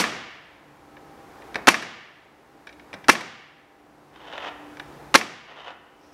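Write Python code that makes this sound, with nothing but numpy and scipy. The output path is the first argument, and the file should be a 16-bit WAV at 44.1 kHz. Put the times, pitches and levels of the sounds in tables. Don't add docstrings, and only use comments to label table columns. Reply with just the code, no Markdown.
import sys
import numpy as np
from scipy import signal
from scipy.fft import rfft, irfft, next_fast_len
from scipy.io import wavfile

SR = 44100
rng = np.random.default_rng(int(sys.argv[2]) if len(sys.argv) > 2 else 0)


def wav_out(sig):
    wavfile.write(sys.argv[1], SR, np.round(np.clip(np.atleast_2d(sig).T, -1, 1) * 32767).astype(np.int16))


N = 270333
TIME = np.arange(N) / SR
HIT_TIME = np.arange(SR // 3) / SR


# start_s, level_db, stroke_delay_ratio, sheet_pitch_ratio, crack_db, echo_db,
# return_delay_s, return_db
SHOTS = [(-0.030, 3, 0.93, 1.2, 6.5, 5, 0.069, -8), (1.6719, 0.3, 1, 1.006, 0, 7, 0.0702, -4),
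         (3.0833, 2.5, 0.97, 1.0, -3, 3, 0.0688, -10.5), (5.1420, 0, 0.95, 1.038, 1, 4, 0.0695, -8)]

def nailing(echoes, diffuse_db=14.5, ringing_db=6, low_cut_hz=160, echo_delay_s=.008):
    out = np.zeros(N)
    low_cut = signal.butter(2, low_cut_hz, "high", fs=SR, output="sos")
    tail = from_db(diffuse_db) * echoes + from_db(ringing_db) * ringing_echoes()
    for start_s, level_db, stretch, pitch, crack_db, echo_db, return_s, return_db in SHOTS:
        shot = exhaust_puff(HIT_TIME) + deck_shudder(HIT_TIME)
        shot += strokes(HIT_TIME, stretch, pitch, crack_db)
        shot += from_db(return_db) * piston_return(HIT_TIME - return_s)
        add(out, from_db(level_db) * signal.sosfilt(low_cut, shot), start_s)
        add(out, from_db(level_db + echo_db) * tail, start_s + echo_delay_s)
    return out


# delay_s, gun_db,
# plywood_db, crack_db, crack_t60_s
STROKES = [(0.0001, -14, -17.5, -10, 0.033), (0.0078, -19.5, 1.5, -6.5, .012),
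           (0.011, -7, -1.5, -3.5, .016), (0.013, 3.5, -15.5, 1.5, 0.065), (0.0160, 3, -13, 7, .036)]

def strokes(t, stretch, sheet_pitch, shot_crack_db):
    out = np.zeros(len(t))
    for delay_s, gun_db, plywood_db, crack_db, crack_t60_s in STROKES:
        since = t - delay_s * stretch
        out += from_db(gun_db) * gun_body(since) + from_db(plywood_db) * plywood(since, sheet_pitch)
        out += from_db(shot_crack_db + crack_db) * crack(since, crack_t60_s)
    return out


# pitch_hz, level_db, t60_s
GUN_MODES = [(1090, -2.5, .04), (1237, -6, 0.042), (1400, -6, 0.017), (1727, 1.5, 0.026), (1874, -3, 0.05),
             (2091, -4, 0.036), (2355, -7.5, 0.066), (2635, -6.5, 0.054), (3232, -9.5, .025),
             (3660, -9, 0.01), (4500, -10.5, .02), (5730, -6.5, .022)]

def gun_body(t):
    return ring(GUN_MODES, t)


# pitch_hz, level_db, t60_s
PLYWOOD_MODES = [(161, -21.5, .06), (228.2, -0.5, 0.023), (316, -1.5, 0.05), (354, -5, 0.058),
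                 (524, -6.5, 0.061), (612, -13.5, 0.031), (829, -5, 0.058), (1097, -1.5, 0.017),
                 (1407, -2, .025)]

def plywood(t, pitch_ratio=1):
    return ring(PLYWOOD_MODES, t, pitch_ratio)


# freq_hz, level_db
CRACK_COLOUR = [(30, -14.5), (120, -11), (300, -5.5), (700, 2.5), (1600, 2.5), (3000, -2), (5500, -5),
                (7200, -13), (11000, -14), (15500, -30.5)]

def crack(t, t60_s):
    return fade(t, t60_s) * noise(CRACK_COLOUR, len(t))


# freq_hz, level_db
EXHAUST_COLOUR = [(100, -4.5), (300, 7), (900, -1), (2200, 4.5), (4000, -2.5), (6000, 0), (7500, -8.5),
                  (10000, -5), (13000, -11.5), (15500, -28.5)]

def exhaust_puff(t, level_db=-8.5, delay_s=.025, sag_db_per_s=261.5):
    since = t - delay_s
    pressure = from_db(level_db - sag_db_per_s * since)
    port = envelope(since, attack_s=.009, hold_s=.023, release_t60_s=.099)
    return noise(EXHAUST_COLOUR, len(t)) * pressure * port


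def piston_return(t, rattle_db=-4, rattle_t60_s=.11):
    rattle = fade(t, rattle_t60_s) * steel_nose(rng.standard_normal(len(t)))
    return gun_body(t) + from_db(rattle_db) * rattle


# pitch_hz, width_hz, level_db
NOSE_RESONANCES = [(560, 48, -7), (1010, 610, -10), (1526, 110, 0.5), (1735, 170, 1), (2290, 220, 0),
                   (2840, 570, -10), (3800, 380, -7.5), (5170, 700, -15), (6000, 350, -15),
                   (9000, 3500, -27.5)]

def steel_nose(contact):
    return resonate(contact, NOSE_RESONANCES)


# freq_hz, level_db
DECK_COLOUR = [(50, -20), (130, -2.5), (300, -3), (700, -2), (1300, -6.5), (3000, -23), (8000, -43.5)]

def deck_shudder(t, level_db=-19, delay_s=.02):
    boom = envelope(t - delay_s, attack_s=.035, hold_s=.035, release_t60_s=.41)
    return from_db(level_db) * noise(DECK_COLOUR, len(t)) * boom


def knock(t60_s, wood_db=-17.5, bright_hz=9000, deck_db=-9, deck_t60_s=.21):
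    t = HIT_TIME
    burst = rng.standard_normal(len(t)) * fade(t, t60_s)
    contact = signal.lfilter(*signal.butter(2, bright_hz, fs=SR), burst)
    deck = from_db(deck_db) * noise(DECK_COLOUR, len(t)) * fade(t, deck_t60_s)
    return steel_nose(contact) + from_db(wood_db) * (plywood(t) / 2 + deck)


# start_s, touch_db, tip_travel_s, seat_db, wood_db
PRESSES = [(1.5438, -22.5, 0.012, -19, -2), (2.9298, -24, 0.0081, -22.5, -4),
           (4.770, -34.5, .027, -27, -9.5)]
# start_s, level_db, bright_hz
CLICKS = [(0.967, -32, 2278), (1.420, -36.5, 2397), (1.824, -11.5, 14000), (2.670, -27, 9000),
          (2.691, -30.5, 5980), (2.726, -37, 11810), (2.796, -36, 4500), (3.042, -32.5, 6000),
          (3.208, -10.5, 14000)]

def handling():
    out = np.zeros(N)
    for start_s, touch_db, travel_s, seat_db, wood_db in PRESSES:
        add(out, from_db(touch_db) * knock(t60_s=.022), start_s)
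        add(out, from_db(seat_db) * knock(t60_s=.038, wood_db=wood_db), start_s + travel_s)
    for start_s, level_db, bright_hz in CLICKS:
        add(out, from_db(level_db) * knock(t60_s=.044, bright_hz=bright_hz), start_s)
    return out


# start_s, length_s, final_db, swell_db_per_s
DRAGS = [(4.128, .345, -26.5, 49), (5.468, 0.239, -27, 21)]
# start_s, level_db
CATCHES = [(4.160, -32.5), (4.282, -28), (4.334, -19.5), (4.379, -18), (4.426, -29.5), (5.68, -18)]
# pitch_hz, width_hz, level_db
BOARD_RESONANCES = [(304, 200, -11.5), (540, 210, -1), (910, 290, 0), (1400, 260, -2.5), (1840, 370, -4.5),
                    (2300, 460, -7.5), (2570, 270, -5), (3040, 215, -4), (3600, 280, -8.5),
                    (5600, 2600, -25.5)]

def dragging(slips_per_s=800, judder_db=2, scuff_t60_s=.029, dull_hz=6500):
    force = np.zeros(N)
    for start_s, length_s, final_db, swell_db_per_s in DRAGS:
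        since = TIME - start_s
        swell = from_db(final_db + swell_db_per_s * np.minimum(since - length_s, 0))
        force += swell * envelope(since, attack_s=.022, hold_s=length_s, release_t60_s=.15)
    force *= from_db(judder_db * drift(per_s=70))
    slips = rms_one(rng.choice([-1, 1], N) * (rng.random(N) < slips_per_s / SR))
    catches = sum(from_db(db) * fade(TIME - start_s, scuff_t60_s) for start_s, db in CATCHES)
    scuffs = catches * rng.standard_normal(N)
    boards = resonate(slips * force + scuffs, BOARD_RESONANCES)
    return signal.sosfilt(signal.butter(2, dull_hz, fs=SR, output="sos"), boards)


# freq_hz, level_db
CLOTH_COLOUR = [(300, -12.5), (1400, -5), (3200, -4.5), (4200, -10.5), (5400, 1), (7000, -15), (15000, -26)]

def rustle(start_s=5.97, level_db=-57, flutter_db=2):
    flutter = from_db(flutter_db * drift(per_s=53))
    brush = envelope(TIME - start_s, attack_s=.074, hold_s=.16, release_t60_s=.2)
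    return from_db(level_db) * noise(CLOTH_COLOUR, N) * flutter * brush


# freq_hz, level_db, t60_s
YARD_REVERB = [(50, -19.5, 0.76), (99, -10.5, 1.1), (162, -1.5, 0.87), (280, 4, 0.63), (504.3, -3.5, 0.92),
               (1080, -4, 1.03), (2097, -3, 1.1), (3500, -8, 0.96), (6110, -9, .62), (8200, -13, 0.46),
               (11000, -20, 0.46), (14970, -35.5, .33)]

def yard_echoes(build_s=.011, near_db=-1, near_t60_ratio=.2, bands=20):
    t = np.arange(SR) / SR
    white, hz = rfft(rng.standard_normal(SR)), np.fft.rfftfreq(SR, 1 / SR)
    centres_hz = np.geomspace(50, 15000, bands)
    echoes = 0
    for centre_hz, weights in zip(centres_hz, np.eye(bands)):
        band = irfft(white * np.interp(hz, centres_hz, weights), SR)
        t60_s = at_hz(YARD_REVERB, centre_hz, column=2)
        decay = fade(t, t60_s) + from_db(near_db) * fade(t, near_t60_ratio * t60_s)
        echoes += band * from_db(at_hz(YARD_REVERB, centre_hz)) * decay
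    build_up = 1 - np.exp(-(t / build_s) ** 2)
    return rms_one(echoes * build_up) / np.sqrt(SR)


# pitch_hz, width_hz, level_db
ECHO_RESONANCES = [(238, 90, -1.5), (366, 60, -2), (730, 160, -3), (1217, 110, 0), (1757, 200, 1),
                   (2280, 200, 0), (2760, 150, -1.5), (3400, 190, -1.5), (4670, 200, -5), (5700, 540, -2)]

def ringing_echoes():
    return resonate(yard_echoes(), ECHO_RESONANCES)


# pitch_hz, level_db
ENGINE_TONES = [(59.2, -67.5), (145.3, -60), (296.1, -54), (532.9, -66.5), (796.7, -57.5), (1292, -68.5)]

def far_engine(width_hz=3):
    hum = np.zeros(N)
    for pitch_hz, level_db in ENGINE_TONES:
        peak = [(pitch_hz, width_hz, 0)]
        tone = resonate(resonate(rng.standard_normal(N), peak), peak)
        hum += from_db(level_db) * rms_one(tone)
    return hum


# freq_hz, level_db
AIR_COLOUR = [(30, -16.5), (60, -14), (110, -15), (200, -13.5), (330, -8), (600, -12.5), (830, -10.5),
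              (1200, -15.5), (1800, -20.5), (3200, -29.5), (5500, -33.5), (8000, -37.5), (15500, -39)]

def open_air(level_db=-45.5, low_cut_hz=42):
    low_cut = signal.butter(4, low_cut_hz, "high", fs=SR, output="sos")
    return from_db(level_db) * signal.sosfilt(low_cut, noise(AIR_COLOUR, N))


def from_db(db):
    return 10 ** (np.asarray(db) / 20)


def rms_one(x):
    return x / np.sqrt(np.mean(x ** 2) + 1e-20)


def add(out, sound, start_s):
    at = int(round(start_s * SR))
    sound, at = sound[max(-at, 0):], max(at, 0)
    out[at:at + len(sound)] += sound[:len(out) - at]


def at_hz(table, hz, column=1):
    table = np.array(table)
    return np.interp(np.log(np.maximum(hz, 1)), np.log(table[:, 0]), table[:, column])


def noise(colour, size):
    padded = next_fast_len(size)
    gains = from_db(at_hz(colour, np.fft.rfftfreq(padded, 1 / SR)))
    return rms_one(irfft(rfft(rng.standard_normal(padded)) * gains, padded)[:size])


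def drift(per_s, points=1000):
    return np.interp(TIME * per_s, np.arange(points), rng.standard_normal(points))


def fade(t, t60_s):
    return (t >= 0) * np.exp(-np.log(1000) * np.maximum(t, 0) / t60_s)


def envelope(t, attack_s, hold_s, release_t60_s):
    return np.clip(t / attack_s, 0, 1) * fade(np.maximum(t - hold_s, 0), release_t60_s)


def ring(modes, t, pitch_ratio=1):
    return sum((-1) ** k * from_db(db) * fade(t, t60_s) * np.sin(2 * np.pi * hz * pitch_ratio * t)
               for k, (hz, db, t60_s) in enumerate(modes))


def resonate(x, peaks):
    out, power = 0, 0
    for k, (hz, width_hz, db) in enumerate(peaks):
        radius = np.exp(-np.pi * width_hz / SR)
        poles = [1, -2 * radius * np.cos(2 * np.pi * hz / SR), radius ** 2]
        scale = (1 - radius ** 2) / 2
        out += (-1) ** k * from_db(db) * scale * signal.lfilter([1, 0, -1], poles, x + 1e-18)
        power += from_db(db) ** 2 * scale
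    return out / np.sqrt(power)


def scene(knock_echo_db=-18, drag_echo_db=-13):
    echoes, knocks, drags = yard_echoes(), handling(), dragging()
    reverb_send = from_db(knock_echo_db) * knocks + from_db(drag_echo_db) * drags
    reverb = signal.fftconvolve(reverb_send, echoes)[:N]
    return (nailing(echoes) + knocks + drags + reverb + rustle() + far_engine() + open_air())[None]


def gain_control(x, threshold_db=-8.5, release_db_per_s=9.5, start_duck_db=14,
                 sense_s=.0038, attack_s=.00088):
    sense, attack = np.exp(-1 / (sense_s * SR)), np.exp(-1 / (attack_s * SR))
    power = signal.lfilter([1 - sense], [1, -sense], x ** 2)
    over_db = np.maximum(10 * np.log10(power + 1e-12) - threshold_db, 0)
    climb_db = release_db_per_s * TIME
    duck_db = np.maximum(np.maximum.accumulate(over_db + climb_db, axis=-1), start_duck_db) - climb_db
    smooth_db = start_duck_db + signal.lfilter([1 - attack], [1, -attack], duck_db - start_duck_db)
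    return x * from_db(-smooth_db)


def record(dry, soften_hz=13000, cutoff_hz=15750):
    ducked = gain_control(dry)
    clipped = .97 * ducked / (1 + ducked ** 6) ** (1 / 6)
    soft = signal.sosfilt(signal.butter(1, soften_hz, fs=SR, output="sos"), clipped)
    return signal.sosfilt(signal.ellip(10, .1, 70, cutoff_hz, fs=SR, output="sos"), soft)


dry = scene()
out = record(dry)
wav_out(out)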